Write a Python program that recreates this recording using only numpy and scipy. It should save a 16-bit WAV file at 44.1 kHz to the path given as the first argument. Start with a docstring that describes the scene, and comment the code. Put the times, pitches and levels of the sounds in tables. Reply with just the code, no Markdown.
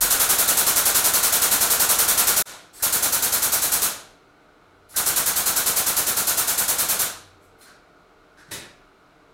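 """Over a soft whirr in a garage, an air-driven hydraulic pump raises a lift in three runs of about ten
strokes a second. Every stroke dumps its air with a thump, a bright jet and a hollow rush from the
housing; then the piston knocks back. A short silence cuts off the first run. The air valve hisses and
squeaks as it opens for the next two, and a faint hum joins in. At the end the valve lets off a few
last puffs and squeaks, with a clink of the hose fitting and two low thuds."""
import sys
import numpy as np
from scipy import signal
from scipy.fft import rfft, irfft, next_fast_len
from scipy.io import wavfile
from scipy.ndimage import uniform_filter1d

SR = 44100
rng = np.random.default_rng(int(sys.argv[2]) if len(sys.argv) > 2 else 0)


def generate_wav(sig):
    """Save sig (samples, or channels by samples) to the path in sys.argv[1] as 16-bit PCM at SR."""
    pcm = np.round(np.clip(np.atleast_2d(sig).T, -1, 1) * 32767).astype(np.int16)
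    wavfile.write(sys.argv[1], SR, pcm)


N = 411453
TIME = np.arange(N) / SR


def from_db(db):
    """Turn decibels into a number to multiply by."""
    return 10 ** (np.asarray(db) / 20)


def rms_one(x):
    """Scale a sound so that its average strength (rms) is 1."""
    return x / np.sqrt(np.mean(x ** 2) + 1e-20)


def at_hz(points, hz):
    """Read between the rows of a table, giving each octave equal room."""
    known_hz, values = np.transpose(points)
    return np.interp(np.log(hz + 1e-3), np.log(known_hz), values)


def noise(colour, peaks=()):
    """Noise shaped by colour rows (pitch_hz, gain_db) and peaks (pitch_hz, width_hz, gain_db)."""
    size = next_fast_len(N)
    hz = np.arange(size // 2 + 1) * SR / size
    peaks_db = sum(top / (1 + (2 * (hz - centre) / width) ** 2) for centre, width, top in peaks)
    white = rfft(rng.standard_normal(size))
    return rms_one(irfft(white * from_db(at_hz(colour, hz) + peaks_db), size)[:N])


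def ring(x, hz, ring_s):
    """Each click in x starts a tone that fades by 60 dB in ring_s."""
    fade, turn = from_db(-60 / (ring_s * SR)), 2 * np.pi * hz / SR
    return signal.lfilter([0, np.sin(turn)], [1, -2 * fade * np.cos(turn), fade * fade], x + 1e-18)


def wavering_tone(hz, ring_s):
    """Noise narrowed twice around one pitch becomes an unsteady tone."""
    return rms_one(ring(ring(rng.standard_normal(N), hz, ring_s), hz, ring_s))


def steady_tone(hz, width_hz):
    """A tone of even loudness whose pitch wanders a little."""
    wander = np.cumsum(rng.standard_normal(N)) * np.sqrt(2 * np.pi * width_hz / SR)
    return np.sqrt(2) * np.sin(2 * np.pi * hz * TIME + uniform_filter1d(wander, size=1000))


def dull(x, top_hz):
    """Soften the treble above top_hz."""
    return signal.sosfilt(signal.butter(2, top_hz, fs=SR, output="sos"), x)


def burst(age, rise_s, hold_s, decay_s):
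    """A loudness curve that rises, holds until the age hold_s, then dies away."""
    return np.clip(age / rise_s, 0, 1) * np.exp(-np.maximum(age - hold_s, 0) / decay_s)


def swing(age, width_s):
    """One swing of air pressure, down then up."""
    return age / width_s * np.exp(.5 - .5 * (age / width_s) ** 2)


def repeat(clicks, shape):
    """Play one shape at every click."""
    return signal.oaconvolve(clicks, shape)[:N]


def garage(x, echo_db, build_s):
    """The direct sound plus the room's wash of echoes, which dies sooner in the treble."""
    # how long the echoes take to fade by 60 dB: pitch_hz, ring_s
    echo_times = [(60, 0.42), (300, 0.64), (1400, 0.53), (4000, 0.53), (8000, 0.37), (15000, 0.2)]
    age, hz = TIME[:SR], np.arange(SR // 2 + 1.)
    white = rfft(rng.standard_normal(SR))
    centres = np.geomspace(60, 15360, 9)
    tail = 0
    for centre, share in zip(centres, np.eye(len(centres))):
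        band = irfft(white * at_hz(np.c_[centres, share], hz), SR)
        fade = from_db(-60 * age / at_hz(echo_times, centre)) * (1 - np.exp(-age / build_s))
        tail = tail + band * fade / np.sqrt(np.sum(fade ** 2))
    echo_gain = from_db(echo_db)
    return (x + echo_gain * repeat(x, tail)) / np.sqrt(1 + echo_gain ** 2)


def background():
    """A soft machine-like whirr fills the room, with a few faint tones."""
    # colour of the whirr: pitch_hz, gain_db
    colour = [(15, -32), (25, 0), (70, -14), (145, -9), (255, -10.5), (334, -4), (488, -6), (543, -15.5),
              (605, -9), (984, -14), (1290, -10.5), (1930, -25.5), (2100, -20.5), (6880, -34.5),
              (15900, -45)]
    # its peaks and one dip: pitch_hz, width_hz, gain_db
    peaks = [(399, 110, -3.5), (715, 85, 1.5), (1444, 180, 7.5), (1920, 250, 4), (2237, 200, 2.5),
             (4050, 700, 4.5)]
    # steady tones: pitch_hz, level_db
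    tones = [(294, -70), (388, -70), (614, -70), (714, -72)]
    whirr = from_db(-55) * rms_one(garage(noise(colour, peaks), echo_db=-8, build_s=0.0062))
    return whirr + sum(from_db(db) * steady_tone(hz, width_hz=4.7) for hz, db in tones)


def strokes(jitter_s, uneven_db):
    """A click each time the exhaust port opens, in four rows: jet, rush, opening and landing."""
    # pump runs: first_stroke_s, last_stroke_s, first_gap_s
    runs = [ (0.006, 2.3605, .0935), (2.822, 3.814, .0994), (4.958, 6.988, .0991), ]
    # click strength in each run: jet_db, rush_db, opening_db, landing_db
    efforts = [(-1.16, 0.1, -35, -44.5), (-2.8, -2.5, -37, -36), (-3.5, -2.5, -39, -36)]
    clicks = np.zeros((4, N))
    for (first, last, gap), effort_db in zip(runs, efforts):
        count = round((last - first) / gap)
        stroke = np.arange(count + 1)
        drift_s = last - first - count * gap   # the two long runs slow down as the load grows
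        times = first + stroke * gap + drift_s * (stroke / count) ** 2
        time_chance, level_chance = rng.standard_normal((count + 1, 2)).T
        samples = np.abs((times + jitter_s * time_chance) * SR).astype(int)
        clicks[:, samples] = from_db(np.c_[list(effort_db)] + uneven_db * level_chance)
    return clicks


def piston_thumps(opening, landing, lowest_hz):
    """The air is shoved as the port opens and as the piston lands; the small pump gives no deep bass."""
    lead = SR // 50   # room for the first half of each swing
    age = TIME[:SR // 8] - lead / SR
    shoves = repeat(opening, swing(age - 0.0037, width_s=0.0033))
    landings = repeat(landing, swing(age - 0.0439, width_s=0.0017))
    bass_cut = signal.butter(2, lowest_hz, "high", fs=SR, output="sos")
    return signal.sosfilt(bass_cut, np.roll(shoves + landings, -lead))


def exhaust(jet_clicks, rush_clicks, swirls):
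    """The jet leaves the port at once, the housing rushes later; each swirl of air has its own echoes."""
    # colour of the bright jet: pitch_hz, gain_db
    jet_colour = [(1820, -27.5), (3100, -14), (4190, -5), (4770, -5), (6100, -0.5), (11100, 1.5),
                  (15100, -2), (15900, -9.5)]
    # colour of the hollow rush in the housing: pitch_hz, gain_db
    rush_colour = [(30, -26.5), (60, -22), (120, -15), (170, -13), (210, -8.5), (330, -8), (700, -3.5),
                   (1140, -4), (1400, -4), (2000, -7.5), (3000, -8.5), (4000, -6.5), (6000, -29),
                   (12000, -50)]
    age = TIME[:SR // 4]
    jet_flow = from_db(-13.5) * repeat(jet_clicks, burst(age, rise_s=0.007, hold_s=0.028, decay_s=0.016))
    rush_flow = from_db(-25.5) * repeat(rush_clicks, burst(age, 0.012, 0.048, 0.025))
    honk_flow = from_db(-30) * repeat(rush_clicks, burst(age, 0.044, 0.048, 0.01))
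    out = 0
    for _ in range(swirls):
        jet = jet_flow * noise(jet_colour, peaks=[(4230, 270, 3.6), (11350, 140, 1.66)])
        rush = rush_flow * noise(rush_colour, peaks=[(665, 150, 0.91), (1420, 470, 1.5)])
        honk = honk_flow * wavering_tone(hz=1428, ring_s=0.0077)   # the hollow housing sounds along
        out = out + garage(jet + rush + honk, echo_db=0, build_s=0.008)
    return out / np.sqrt(swirls)


def thuds():
    """Each soft jolt of the valve or the lift rings one low note."""
    # jolts: start_s, pitch_hz, level_db, ring_s
    jolts = [(0.01, 39, -35, 0.66), (2.47, 115, -54, .6), (8.485, 152, -46.5, 0.22), (8.516, 116, -56, .55)]
    return sum(from_db(db) * ring(signal.unit_impulse(N, int(start * SR)), hz, ring_s)
               for start, hz, db, ring_s in jolts)


def body_knocks(clicks, delay_s):
    """The landing piston sets the pump body ringing."""
    # notes of the pump body and the lift: pitch_hz, gain_db, ring_s
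    notes = [(54.1, -3, 0.52), (89, -13, .25), (120, -12.5, .2), (157, -4.5, 0.34), (212, -2, 0.226),
             (491, 4, 0.13), (724, -3.5, 0.088), (816, -4, 0.0815), (1015, 4.5, 0.085), (1220, -8, 0.075),
             (1450, 4.5, .07), (2290, 9.5, 0.061)]
    push = np.roll(clicks, int(delay_s * SR))
    return from_db(-41.5) * sum(ring(push, hz, ring_s) * from_db(db) for hz, db, ring_s in notes)


def dropout(depth_db, fade_out_s, fade_in_s):
    """A loudness curve that falls at once into a short near-silence, then fades back in."""
    # the quiet gap: start_s, end_s
    silence = (2.423, 2.454)
    start, end = silence
    going = np.exp(-np.maximum(TIME - start, 0) / fade_out_s)
    returning = 1 - np.exp(-np.maximum(TIME - end, 0) / fade_in_s)
    return np.maximum(going + returning, from_db(depth_db))


def narrow_gap(openings, top_hz, whistle_db, rise_s, close_s, ring_s):
    """Air forced through a narrow gap hisses and whistles, at one pitch for each opening."""
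    # colour of the hiss: pitch_hz, gain_db
    colour = [(1000, -3), (2000, -1), (3200, -7), (4200, 1), (5000, -1), (8000, 0), (11000, 2.5),
              (16000, 0)]
    hiss = dull(noise(colour), top_hz)
    out = 0
    for start, end, db, hz in openings:
        flow = from_db(db) * burst(TIME - start, rise_s, end - start, close_s)
        out = out + flow * (hiss + from_db(whistle_db) * wavering_tone(hz, ring_s))
    return out


def valve_seeps():
    """Air seeps through the barely open valve: a thin, bright hiss over a weaker whistle."""
    # seeps: start_s, end_s, level_db, pitch_hz
    seeps = [(2.728, 2.825, -41, 8100), (4.886, 4.960, -43.5, 11000), (7.405, 7.450, -62, 7950),
             (7.58, 7.612, -56, 11400)]
    return narrow_gap(seeps, top_hz=12540, whistle_db=-7, rise_s=0.01, close_s=0.01, ring_s=0.002)


def valve_squeaks():
    """The valve squeaks as it opens wider: duller, with more tone."""
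    # squeaks: start_s, end_s, level_db, pitch_hz
    squeaks = [(2.795, 2.815, -35, 1580), (4.936, 4.96, -34, 1580), (7.653, 7.70, -45, 1540),
               (8.369, 8.404, -45, 1670), (8.467, 8.51, -51, 1600)]
    return narrow_gap(squeaks, top_hz=5380, whistle_db=-4.5, rise_s=0.0054, close_s=0.007, ring_s=0.0051)


def hum():
    """A faint low hum swells and dies away around each of the two later runs."""
    # swells: start_s, end_s, level_db
    swells = [(2.8, 3.85, -57.5), (4.58, 7.35, -58.5)]
    loudness = sum(from_db(db) * burst(TIME - start, rise_s=0.54, hold_s=end - start, decay_s=0.18)
                   for start, end, db in swells)
    return loudness * steady_tone(hz=93, width_hz=3)


def valve_puffs(rise_s):
    """Trapped air escapes in short puffs that die as the pressure falls."""
    # puffs: start_s, level_db, decay_s, top_hz
    puffs = [(7.609, -44, 0.015, 15000), (8.509, -23.5, 0.014, 14500), (8.592, -33.5, .015, 3200)]
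    # colour of the escaping air: pitch_hz, gain_db
    colour = [(40, -8), (70, 0), (130, -4), (220, 0), (370, -1), (600, -1.5), (800, -7), (1150, -4.5),
              (1760, 0), (2900, -6), (4200, -4.5), (7000, -5), (10000, -5.5), (15900, -13)]
    air = noise(colour, peaks=[(1890, 300, 2.4), (3680, 550, 3.5)])
    return sum(from_db(db) * burst(TIME - start, rise_s, rise_s, decay_s) * dull(air, top_hz)
               for start, db, decay_s, top_hz in puffs)


def valve(swirls):
    """All the valve's sounds together; each swirl of air takes its own paths through the room."""
    out = 0
    for _ in range(swirls):
        air = valve_seeps() + valve_squeaks() + valve_puffs(rise_s=0.0083)
        out = out + garage(air, echo_db=7, build_s=0.0066)
    return out / np.sqrt(swirls)


def hose_clink():
    """A light touch of metal on metal rings the hose fitting."""
    # touches: start_s, strength_db
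    touches = [(7.611, -46)]
    # notes of the metal: pitch_hz, gain_db, ring_s
    notes = [(4170, -8, .1), (4200, -2, .12), (8800, 1, .05), (10980, -3, .08), (14800, -6, .1)]
    clicks = np.zeros(N)
    for start, db in touches:
        clicks[int(start * SR)] = from_db(db)
    return sum(ring(clicks, hz, ring_s) * from_db(db) for hz, db, ring_s in notes)


def scene():
    """Pump and valve sound in the garage, over its steady background."""
    jet, rush, opening, landing = strokes(jitter_s=0.00049, uneven_db=0.28)
    thumps = garage(piston_thumps(opening, landing, lowest_hz=54), echo_db=-5, build_s=0.0087)
    knocks = garage(body_knocks(rush, delay_s=0.039), echo_db=-1.5, build_s=0.0087)
    clink = garage(hose_clink(), echo_db=5, build_s=0.0069)
    pump = thumps + exhaust(jet, rush, swirls=6) + knocks
    return (pump + thuds() + valve(swirls=2) + clink + background() + hum())[None]


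def record(dry):
    """The sound drops out for a moment, and the treble above 15900 Hz is cut."""
    treble_cut = signal.ellip(12, .1, 80, 15900, fs=SR, output="sos")
    return signal.sosfilt(treble_cut, dry * dropout(depth_db=-44, fade_out_s=0.0006, fade_in_s=0.052))


dry = scene()
out = record(dry)
generate_wav(out)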